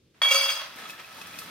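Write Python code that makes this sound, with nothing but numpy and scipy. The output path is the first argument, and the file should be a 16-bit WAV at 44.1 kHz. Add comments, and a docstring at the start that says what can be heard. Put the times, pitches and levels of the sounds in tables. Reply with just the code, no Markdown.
"""Pasta poured into a steel cup

Dry pasta is tipped from a plastic bag into a steel measuring cup in a kitchen. The first impacts
excite the modes of the bare cup; a rush follows and the growing heap damps the ringing. Late pieces
slide from the crinkling bag and knock on the heap, over a faint room hiss."""
import sys
import numpy as np
from scipy import signal
from scipy.fft import rfft, irfft
from scipy.io import wavfile

SR = 44100
rng = np.random.default_rng(int(sys.argv[2]) if len(sys.argv) > 2 else 0)


def file_out(sig):
    """Save sig as 16-bit WAV at sys.argv[1]."""
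    # one column per channel
    cols = np.atleast_2d(sig).T
    # limit, then scale
    lim = np.clip(cols, -1, 1)
    pcm = np.round(lim * 32767).astype(np.int16)
    wavfile.write(sys.argv[1], SR, pcm)


N = 66150
T = np.arange(N) / SR


def amp(db):
    """Amplitude ratio of a level in decibels."""
    return 10 ** (np.asarray(db) / 20)


def unit_rms(x):
    """Normalisation to unit mean power."""
    return x / np.sqrt(np.mean(x ** 2) + 1e-20)


def at_frequency(points, hz):
    """Interpolation on a logarithmic frequency axis."""
    f, value = np.transpose(points)
    return np.interp(np.log(hz + 1), np.log(f + 1), value)


def envelopes(table):
    """Interpolation in time: one amplitude envelope for each level column."""
    times, *columns = np.transpose(table)
    return [amp(np.interp(T, times, db)) for db in columns]


def add(mix, onset_s, sound):
    """Superposition of a sound on the mix from its onset."""
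    part = mix[:, max(round(onset_s * SR), 0):][:, :sound.shape[-1]]
    part += sound[..., :part.shape[1]]


def patter(per_s, spread_db):
    """Shot noise: two independent trains of tiny impacts, most weak and a few strong."""
    size = amp(spread_db * np.minimum(rng.exponential(1, (2, N)), np.pi))
    return unit_rms(size * rng.choice([-1, 1], (2, N)) * (rng.random((2, N)) < per_s / SR))


def bursts(times, levels_db, decay_s):
    """Contact transients: noise that starts abruptly and decays exponentially."""
    envelope = sum(amp(db) * (T >= s) * np.exp(-abs(T - s) / decay_s) for s, db in zip(times, levels_db))
    return envelope * rng.standard_normal((2, N))


# likeness of the two channels: f/Hz, correlation coefficient
CORRELATION = [(100, 1), (1200, 0.53), (3300, 0.57), (5000, 0.13), (9000, -0.55)]
def stereo_phase(hz):
    """Phasors of a tone in the two channels: the cosine of their phase difference is the correlation."""
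    difference = np.arccos(np.clip(at_frequency(CORRELATION, hz), -1, 1))
    return np.exp(.5j * difference * np.array([[1], [-1]]))


def colour(x, spectrum):
    """Minimum-phase filtering of two independent signals; mid-side mixing sets their correlation."""
    hz = np.fft.rfftfreq(2 * N, 1 / SR)
    cepstrum = irfft(np.log(unit_rms(amp(at_frequency(spectrum, hz)))))
    response = np.exp(rfft(np.r_[cepstrum[0], 2 * cepstrum[1:N]], 2 * N))
    mid, side = rfft(x, 2 * N) * response
    correlation = np.clip(at_frequency(CORRELATION, hz), -1, 1)
    mid *= np.sqrt((1 + correlation) / 2)
    side *= np.sqrt((1 - correlation) / 2)
    return irfft(np.array([mid + side, mid - side]))[:, :N]


# spectrum of the room's air: f/Hz, relative spectral level/dB
AIR_SPECTRUM = [(60, -3.5), (400, -9), (800, -30.5), (4000, -25), (15000, -42)]
def room_air(level_db=-63):
    """Stationary noise: the steady air of the room, strongest at low frequencies."""
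    return amp(level_db) * colour(rng.standard_normal((2, N)), AIR_SPECTRUM)


# reverberation time of the kitchen: f/Hz, T60/s
ROOM_T60 = [(200, 0.29), (2000, 0.45), (12000, 0.43)]
def reverberation(direct, level_db=-5.5, reflections_per_s=3000):
    """Absorption makes the kitchen's sparse reflections decay exponentially, each band at its own rate."""
    taps = rng.standard_normal((2, N)) * (rng.random((2, N)) < reflections_per_s / SR) * (T > .003)
    hz, t, bands = signal.stft(colour(taps, [(20, 0), (20000, 0)]), SR, nperseg=256)
    decay = np.exp(-np.log(1000) * t / at_frequency(ROOM_T60, hz)[:, None])
    tail = signal.istft(bands * decay, SR, nperseg=256)[1]
    return amp(level_db) * signal.fftconvolve(direct, tail / np.linalg.norm(tail[0]), axes=1)[:, :N]


def bag_rumble(onset_s=1.083, final_db=-55.5, band_hz=(99, 280)):
    """Band-limited noise of handling the bag, its power growing linearly with time."""
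    band = signal.butter(2, band_hz, "band", fs=SR, output="sos")
    growth = np.sqrt(np.maximum(T - onset_s, 0) / (T[-1] - onset_s))
    return amp(final_db) * growth * unit_rms(signal.sosfilt(band, rng.standard_normal(N)))


# soft bumps of the bag: t/s, level/dB
BAG_BUMPS = [(0.758, -44.5), (0.829, -45.5), (.922, -48)]
def bag_bumps(rise_s=0.0025, hz=240):
    """Heavily damped oscillation: each shake of the bag gives a dull, low pulse."""
    out, t = np.zeros((2, N)), T[:N // 10]
    pulse = t / rise_s * np.exp(1 - t / rise_s) * np.sin(2 * np.pi * hz * t)
    for s, db in BAG_BUMPS:
        add(out, s, amp(db) * pulse)
    return out


# pasta shifting in the bag: t/s, sliding level/dB, crinkling level/dB
BAG_MOTION = [(.137, -106, -82), (.145, -63.5, -74), (.755, -50.5, -56.5), (.792, -44.5, -48.5),
              (.866, -45.5, -54), (.905, -47, -42), (.96, -54.5, -76), (1.0, -44, -53), (1.03, -57, -56.5),
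              (1.195, -47.5, -51), (1.26, -47, -56.5), (1.39, -51, -47.5), (1.5, -46, -54.5)]
# spectra of the sliding pasta and of the plastic film: f/Hz, relative spectral level/dB
SLIDE_SPECTRUM = [(60, -26), (150, -6.5), (450, -7.5), (1300, -2.5), (2000, -3.5), (3500, -8), (5000, -14),
                  (16000, -30.5)]
FILM_SPECTRUM = [(1000, -15.5), (4000, -2.5), (5500, -0.5), (7500, -8), (9300, -1), (11000, -8),
                 (13000, -0.5), (16000, -12.5)]
# snaps of the film: t/s, level/dB
FILM_SNAPS = [(0.76, -45), (1.215, -41), (1.27, -42.5), (1.388, -33)]
def bag_rustle(per_s=1200, spread_db=1):
    """Filtered shot noise: pasta slides inside plastic film that crinkles and snaps."""
    slide, crinkle = envelopes(BAG_MOTION)
    sliding = colour(slide * patter(per_s, spread_db), SLIDE_SPECTRUM)
    crinkling = crinkle * patter(per_s, spread_db)
    snaps = bursts(*np.transpose(FILM_SNAPS), decay_s=0.0091)
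    return sliding + colour(crinkling + snaps, FILM_SPECTRUM)


def ring(hz, t60):
    """Free decay of one damped mode, in both channels."""
    t = T[:N // 2]
    return (np.exp((2j * np.pi * hz - np.log(1000) / t60) * t) * stereo_phase(hz)).imag


HEAP_ONSET_S, IMPACT_SPREAD_DB, RUSH_PER_S = 0.323, 1.9, 1400
# short modes of the filled cup: f/Hz, relative level/dB, T60/s
FILLED_MODES = [(1299, -2.5, 0.073), (1725, -4, 0.042), (2590, -6, 0.049), (3400, -1.5, 0.037),
                (3905, -8, .15)]
# single pieces clicking on the heap: t/s, f/Hz, level/dB
HEAP_CLICKS = [(.787, 1740, -38.5), (.856, 1290, -39), (.872, 1347, -44), (.897, 2570, -32),
               (0.9336, 1747, -39.5), (0.9971, 2410, -37.5), (1.045, 2556, -38), (1.183, 895, -38.5),
               (1.215, 2583, -35.5), (1.3409, 2480, -36.5), (1.3879, 2610, -34.5), (1.4193, 1308, -37)]
def landings(per_s=340, drops_db=-26.5, cup_db=-12):
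    """Impulse response: late pieces knock the filled cup, and some click at a pitch of their own."""
    flow = amp(drops_db) * envelopes(BAG_MOTION)[0] * (T > HEAP_ONSET_S)
    drops = flow * patter(per_s, IMPACT_SPREAD_DB)[:1]
    body = sum(amp(db) * ring(hz, t60) for hz, db, t60 in FILLED_MODES)
    out = signal.fftconvolve(drops, body, axes=1)[:, :N]
    for s, hz, db in HEAP_CLICKS:
        add(out, s, amp(db) * (ring(hz, t60=0.039) + amp(cup_db) * body))
    return out


# first pieces to hit the cup: t/s, then relative level/dB of high modes, low modes and knock
FIRST_HITS = [(0.2167, 4, -3.5, 3), (0.233, 1, -1, -4.5), (0.248, -3, -12, -3.5), (0.258, -2, -3, -3),
              (0.2841, 3.5, -3.5, -18), (0.305, -12, 1.5, -3), (0.311, 2.5, 5, -16), (0.324, -27, 2, 0),
              (0.349, -0.5, 0, -3.5), (0.409, 2.5, -3.5, -7.5), (0.435, -6.5, -6.5, -6),
              (0.458, -0.5, -22, -6.5), (0.489, -3, -10.5, -8)]
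# the rush of pasta: t/s, level of the drive on the cup/dB, clatter level/dB
POUR_RUSH = [(.216, -88, -110), (.22, -49, -41), (.298, -58, -34.5), (.31, -17.5, -36.5), (.36, -21, -32.5),
             (.40, -30, -32), (.44, -22.5, -41.5), (.475, -32.5, -34.5), (.505, -24.5, -31),
             (.535, -34, -40.5), (.615, -37.5, -36.5), (.72, -75, -53)]
# dry knock of pasta on pasta: f/Hz, relative spectral level/dB
CLATTER_SPECTRUM = [(100, -62.5), (440, -27.5), (560, 2), (700, -6), (1100, 1.5), (1700, 0.5), (1950, -1.5),
                    (2800, -1.5), (5600, -7.5), (7300, -27), (16000, -20)]
def clatter(knock_gain_db=-21, knock_cutoff_hz=2430):
    """Broadband impact noise: dull knocks of single pieces, and the stream rattling on the heap."""
    times, _, _, knock_db = np.transpose(FIRST_HITS)
    contacts = bursts(times, knock_gain_db + knock_db, decay_s=0.0067)
    knocks = signal.lfilter(*signal.butter(1, knock_cutoff_hz, fs=SR), contacts)
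    rattle = patter(RUSH_PER_S, IMPACT_SPREAD_DB) * envelopes(POUR_RUSH)[1]
    return colour(knocks + rattle, CLATTER_SPECTRUM)


def heap_loss(choke_s, choke_db=15.5, damping_per_s2=94):
    """Cumulative damping in nepers: the heap chokes the ring as it lands, then raises the decay rate."""
    age = np.maximum(T - HEAP_ONSET_S, 0)
    choke = np.log(amp(choke_db)) * np.minimum(age / choke_s, 1)
    return choke + np.cumsum(damping_per_s2 * age) / SR


# clusters of upper modes of the steel: f/Hz, relative level/dB
MODE_CLUSTERS = [(7880, -2.5), (8250, 1.5), (8780, -3.5), (9760, 4), (10720, 1), (11900, 0.5), (13400, 4),
                 (14150, -9), (15500, -9)]
def sparkle_modes(detune=0.007, hit_db=-41.5, rush_db=-26, t60=0.23):
    """Beating: three close modes in each cluster make the steel sparkle."""
    return [(hz * (1 + detune * offset), hit_db + db, rush_db + db, t60)
            for hz, db in MODE_CLUSTERS for offset in rng.standard_normal(size=3)]


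# modes of the bare cup: f/Hz, relative level/dB when struck by single pieces and under the rush, T60/s
CUP_MODES = [(550.3, -26.5, -13, 0.84), (1065.5, -25.5, -16, 1), (1282, -36.5, -13, 0.22),
             (2287.6, -10, -18, 0.28), (2752, -23.5, -9, 0.21), (3310, -19.5, -7, 1),
             (3325, 0, -7.5, 0.049), (3897, -43, -14.5, 0.57), (4523, -24.5, -6.5, 0.28),
             (4620, -32, -7, 0.31), (4998, -26.5, -3.5, 0.19), (6120, -30.5, -7, 0.11),
             (6570, -31, -12.5, 0.47)]
# directivity of the modes: f/Hz, left minus right level/dB
CUP_DIRECTIVITY = [(2300, -2), (3300, 0), (4800, 4), (6100, -1)]
def steel_cup(hit_gain_db=-12.5, spot_spread_db=2, build_up_s=0.0039, low_cut_hz=434):
    """Modal superposition: single hits and the rush drive the steel's modes while the heap damps them."""
    times, high_db, low_db, _ = np.transpose(FIRST_HITS)
    pulses = np.array([(T >= s) * np.exp(-2 * abs(T - s) / build_up_s) for s in times])
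    pulses *= amp(hit_gain_db) / pulses.sum(axis=1, keepdims=True)
    stream = patter(RUSH_PER_S, IMPACT_SPREAD_DB)[0] * envelopes(POUR_RUSH)[0]
    loss = heap_loss(choke_s=build_up_s)
    out = np.zeros((2, N))
    for hz, hit_db, rush_db, t60 in CUP_MODES + sparkle_modes():
        decay_rate = np.log(1000) / t60
        carrier = np.exp(2j * np.pi * hz * T)
        strike_db = hit_db + (low_db if hz < 3000 else high_db)
        # each spot struck excites the mode with its own strength and phase
        strength = amp(strike_db + spot_spread_db * rng.standard_normal(len(times)))
        phase = np.exp(2j * np.pi * rng.random(len(times)))
        hit_drive = (strength * phase) @ pulses
        rush_drive = amp(rush_db) * np.sqrt(2 * decay_rate / SR) * stream / carrier
        decay = np.exp(-np.minimum(decay_rate * T + loss, 600))  # capped to avoid underflow
        # every push decays from its own moment on
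        vibration = carrier * decay * np.cumsum((hit_drive + rush_drive) / decay)
        balance = amp(at_frequency(CUP_DIRECTIVITY, hz) * np.array([[.5], [-.5]]))
        out += (vibration * stereo_phase(hz) * balance).real
    # a bass cut keeps the cup's ring free of rumble
    return signal.sosfilt(signal.butter(2, low_cut_hz, "high", fs=SR, output="sos"), out)


def scene():
    """Superposition of the direct sound, its reverberation and the room's steady air."""
    direct = steel_cup() + clatter() + bag_rustle() + landings() + bag_rumble() + bag_bumps()
    return direct + reverberation(direct) + room_air()


def record(dry):
    """Band limiting: a bass cut at 82 Hz and a steep treble edge at 16 kHz."""
    bass_cut = signal.butter(2, 82, "high", fs=SR, output="sos")
    treble_cut = signal.firwin(511, 16000, window=("kaiser", 9), fs=SR)
    return signal.oaconvolve(signal.sosfilt(bass_cut, dry), treble_cut[None], "same")


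dry = scene()
out = record(dry)
file_out(out)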